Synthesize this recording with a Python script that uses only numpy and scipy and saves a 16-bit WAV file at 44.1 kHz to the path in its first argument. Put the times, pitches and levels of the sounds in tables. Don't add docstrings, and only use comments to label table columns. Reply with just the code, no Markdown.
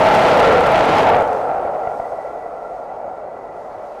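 import sys
import numpy as np
from scipy import signal
from scipy.fft import rfft, irfft
from scipy.io import wavfile
from scipy.ndimage import uniform_filter1d

SR = 44100
rng = np.random.default_rng(int(sys.argv[2]) if len(sys.argv) > 2 else 0)


def magnitude_from_level(level_db):
    exponent = np.asarray(level_db, float) / 20
    return 10 ** exponent


def materialize(psi):
    bounded = np.clip(np.atleast_2d(psi).T, -1, 1)
    quanta = np.round(bounded * 32767).astype(np.int16)
    wavfile.write(sys.argv[1], SR, quanta)


N = 176400

# [t/s, length/s, level/dB]
WIND_GUSTS = [
    (1.204, 0.16, -46),
    (1.993, 0.14, -48),
    (2.45, 0.15, -48.5),
    (3.026, 0.11, -47.5),
    (3.797, 0.053, -50),
]
# [f/Hz, level/dB]
SEA_COLOUR = [(25, -26.5), (300, -19.5), (620, -6), (1570, -29.5), (2900, -46), (4500, -41.5), (13000, -48),
              (15500, -52)]
# [t/s, low wash level/dB, fizz lift/dB]
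SEA_SWELL = [(0, -45, 18), (1.5, -32.5, 1), (2.5, -42, -5), (3.2, -34, -9), (3.5, -34.5, -8),
             (3.65, -32.5, -6.5), (3.85, -32.5, -3), (4, -43.5, -5.5)]
# [f/Hz, width/Hz, level/dB, fade/(dB per s)]
RAIL_SINGING = [
    (6600, 480, -70, -4),
    (8550, 500, -65, -9),
    (11700, 250, -72, -5),
]
# [t/s, length/s, level/dB]
WHISTLE_PATCHES = [(1.878, 0.049, -47), (2.05, 0.027, -48), (2.223, 0.12, -50.5), (2.417, 0.068, -56),
                   (2.66, 0.12, -57), (2.907, 0.045, -58), (3.06, 0.027, -61), (3.2, 0.055, -65),
                   (3.45, .15, -60), (3.643, 0.023, -61), (3.9, .1, -66)]
# [t/s, peak level/dB]
JOINT_KNOCKS = [(1.871, -8.5), (1.979, -17.5), (1.998, -10.5), (2.067, -15), (2.13, -17), (2.188, -17.5),
                (2.612, -24), (2.662, -26), (2.719, -25), (2.86, -30), (3.398, -29)]
# [t/s, roar level/dB, nearness of the wheels/dB]
TRAIN_PASS = [(0, -10, 4), (.2, -13.5, 9), (.4, -10, 8), (.65, -11.5, 3), (.9, -13, 6.5), (1.0, -15, 8),
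              (1.12, -8.5, -1.5), (1.25, -14, -11), (1.37, -17, -14.5), (1.43, -18, -17.5),
              (1.65, -18.5, -22), (1.85, -23, -22.5), (2.0, -25, -30), (2.3, -26.5, -29), (2.55, -28, -31),
              (3.0, -29.5, -32), (3.5, -33, -33), (4, -31.5, -27)]
# [f/Hz, level/dB]
ROAR_COLOUR = [(30, -39), (385, -16), (445, -6.5), (740, -0.5), (1000, -15.5), (1400, -20), (1560, -30.5),
               (2750, -43.5)]
# [f/Hz, level/dB]
GRIND_COLOUR = [(30, -31), (120, -8), (450, -4), (900, 0), (1400, -9), (2500, -15), (5000, -28),
                (16000, -46)]
# [f/Hz, width/Hz, level against the roar/dB]
RAIL_HUM = [(550, 86, -13), (740.3, 21, -9), (636, 33, -20), (1110, 100, -42.5), (1366, 44, -16),
            (2245, 76, -34)]
# [f/Hz, width/Hz, level against the roar/dB]
WHEEL_RINGS = [(481.8, 114, -9), (636.3, 67, -9.5), (831.1, 159, -5.5), (1338, 95, -14.5)]
# [t/s, peak level/dB]
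OVERLOAD_SNAPS = [(0.066, -28.5), (0.148, -22), (0.1832, -31), (0.3723, -25.5), (0.397, -22), (0.6055, -28),
                  (0.667, -28), (0.7195, -26), (0.7771, -28), (0.853, -32), (0.9838, -27), (1.0514, -39),
                  (1.0866, -37), (1.092, -28), (1.1344, -37), (1.153, -33), (1.167, -33), (1.1885, -36),
                  (1.2077, -33.5), (1.222, -35), (1.2752, -38.5), (1.3295, -38), (0.088, -28), (0.525, -29)]

WIND_DB, WIND_HZ, GUST_DB = -51.5, 38.6, -1
FIZZ_HZ = 2400
WHISTLE_HZ, WHISTLE_WIDTH_HZ, WHISTLE_BED_DB = 1975, 91, -61
KNOCK_HZ, KNOCK_RISE_S, KNOCK_DB = 696, 0.0027, -1.5
GRAINS_PER_S, GRAIN_S, GRAIN_SIZE = 160, .0025, .4
GRIND_DB, RUMBLE_HZ, RUMBLE_SHARE = -19.5, 400, 0.44
WHEEL_SHARE = 0.42
DOPPLER_DROP, PASS_S, PASS_WIDTH_S = .03, 1.1, 0.149
SNAP_DB, SNAP_S, SNAP_HZ = -3, 0.0012, 2100
TOP, BOTTOM, TOP_KNEE, BOTTOM_KNEE, RAIL = .19, .66, .09, .14, .64
SMOOTH_HZ, COUPLING_HZ = 5880, 70
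GATE_HZ, GATE_SHARE = 13150, .46


def evened(x):
    return x / np.sqrt(np.mean(x ** 2) + 1e-20)


def read(points, hz):
    f, value = np.transpose(points)
    return np.interp(np.log(hz + 1), np.log(f + 1), value)


def curve(table, column):
    rows = np.array(table)
    return np.interp(np.arange(N) / SR, rows[:, 0], rows[:, column])


def slow(top_hz):
    t = np.arange(0, N + 100, 100) / SR
    speeds = np.geomspace(top_hz / 10, top_hz, num=24)
    wander = sum(np.sin(2 * np.pi * (f * t + rng.random())) / np.sqrt(f) for f in speeds)
    return np.interp(np.arange(N) / SR, t, evened(wander))


def below(x, hz):
    f = np.fft.rfftfreq(N, 1 / SR)
    return irfft(rfft(x) / (1 + (f / hz) ** 8), N)


def noise(spectrum, patchy_db):
    hz = np.fft.rfftfreq(1024, 1 / SR)
    a, b, patches = rng.standard_normal((N // 256 + 5, 513, 3)).T
    patches = uniform_filter1d(patches, size=8, axis=0)
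    patches = evened(uniform_filter1d(patches, size=10, axis=1))
    z = (a + 1j * b) * magnitude_from_level(read(spectrum, hz)[:, None] + patchy_db * patches)
    return evened(signal.istft(z, nperseg=1024, noverlap=768)[1][:N])


def whistle(hz, width_hz):
    r = np.exp(-np.pi * width_hz / SR)
    z = rng.standard_normal(N) + 1j * rng.standard_normal(N)
    z = signal.lfilter([1], [1, -2 * r, r * r], z)
    turns = np.cumsum(hz * np.ones(N)) / SR
    return evened((z * np.exp(2j * np.pi * turns)).real)


def bumps(table):
    t = np.arange(N) / SR
    return sum(magnitude_from_level(db) * np.exp(-((t - s) / length) ** 2) for s, length, db in table)


def clicks(table, lift_db):
    out = np.zeros(N)
    for s, db in table:
        out[round(s * SR)] = magnitude_from_level(db + lift_db)
    return out


def wind():
    buffets = magnitude_from_level(WIND_DB + GUST_DB * slow(4.4)) * whistle(WIND_HZ, 30)
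    return buffets + bumps(WIND_GUSTS) * whistle(60, 120)


def sea():
    wash = noise(SEA_COLOUR, 0.92)
    low = below(wash, FIZZ_HZ)
    fizz = (wash - low) * magnitude_from_level(-32.0 + curve(SEA_SWELL, column=2) + 1.2 * slow(10))
    return low * magnitude_from_level(curve(SEA_SWELL, column=1)) + fizz


def rail_song():
    t = np.arange(N) / SR
    swell = magnitude_from_level(WHISTLE_BED_DB) + bumps(WHISTLE_PATCHES)
    thin = np.zeros(N)
    for hz, width, db, fade_db in RAIL_SINGING:
        level_db = db + fade_db * np.maximum(t - 1.9, 0) + 1.3 * slow(15)
        thin += magnitude_from_level(level_db) * whistle(hz, width)
    return swell * whistle(WHISTLE_HZ, WHISTLE_WIDTH_HZ) + thin


def knocks():
    t = np.arange(2000) / SR
    u = t / KNOCK_RISE_S
    ring = u * np.exp(1 - u) * np.sin(2 * np.pi * KNOCK_HZ * t)
    return signal.oaconvolve(clicks(JOINT_KNOCKS, KNOCK_DB), ring)[:N]


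def grains():
    hits = (rng.random(N) < GRAINS_PER_S / SR) * rng.exponential(GRAIN_SIZE, N)
    fade = np.exp(-np.arange(600) / SR / GRAIN_S)
    return evened(1 + signal.oaconvolve(hits, fade)[:N])


def grinding(near_db):
    grind = noise(GRIND_COLOUR, 0.82) * grains() * magnitude_from_level(GRIND_DB + near_db + 0.41 * slow(44))
    rumble_kept = magnitude_from_level(RUMBLE_SHARE * np.minimum(near_db + 15, 0))
    return grind - below(grind, RUMBLE_HZ) * (1 - rumble_kept)


def wheel_rings(near_db):
    t = np.arange(N) / SR
    glide = 1 - DOPPLER_DROP / 2 * np.tanh((t - PASS_S) / PASS_WIDTH_S)
    rings = sum(magnitude_from_level(db + 4.3 * slow(6.07)) * whistle(hz * glide, width) for hz, width, db in WHEEL_RINGS)
    return magnitude_from_level(WHEEL_SHARE * near_db) * rings


def train():
    near_db = curve(TRAIN_PASS, column=2)
    roar = noise(ROAR_COLOUR + [(3300, -79)], 0.91)
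    hum = sum(magnitude_from_level(db + 2.4 * slow(14)) * whistle(hz, width) for hz, width, db in RAIL_HUM)
    hum = hum * magnitude_from_level(-.25 * np.maximum(near_db + 43.5, 0))
    body = roar + wheel_rings(near_db) + hum
    return magnitude_from_level(curve(TRAIN_PASS, column=1)) * body + grinding(near_db)


def scene():
    return (wind() + sea() + rail_song() + knocks() + train())[None]


def snaps():
    u = np.arange(400) / SR / SNAP_S
    bursts = signal.oaconvolve(clicks(OVERLOAD_SNAPS, SNAP_DB), u * np.exp(1 - u))[:N]
    dull = signal.butter(1, SNAP_HZ, fs=SR)
    return bursts * evened(signal.lfilter(*dull, rng.standard_normal(N)))


def overloaded(dry):
    capped = -TOP_KNEE * np.logaddexp(-dry / TOP_KNEE, -TOP / TOP_KNEE)
    soft = BOTTOM_KNEE * np.logaddexp(capped / BOTTOM_KNEE, -BOTTOM / BOTTOM_KNEE)
    smooth = signal.lfilter(*signal.butter(1, SMOOTH_HZ, fs=SR), soft)
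    return np.maximum(smooth, -RAIL) + snaps()


def gated(x):
    hz, _, z = signal.stft(x, SR, nperseg=2048)
    power = uniform_filter1d(abs(z) ** 2, size=24, axis=1)
    power = uniform_filter1d(power, size=2, axis=2)
    top = hz > GATE_HZ
    faint = power < np.quantile(power[:, top & (hz < 15600)], GATE_SHARE)
    return signal.istft(z * ~(faint & top[:, None]), SR, nperseg=2048)[1][:, :N]


def roll_off(x):
    return signal.sosfilt(signal.butter(12, 15610, fs=SR, output="sos"), x)


def record(dry):
    out = overloaded(dry)
    centred = out - out[:, :400].mean()
    mix = gated(signal.lfilter(*signal.butter(1, COUPLING_HZ, "high", fs=SR), centred))
    return roll_off(mix)


dry = scene()
out = record(dry)
materialize(out)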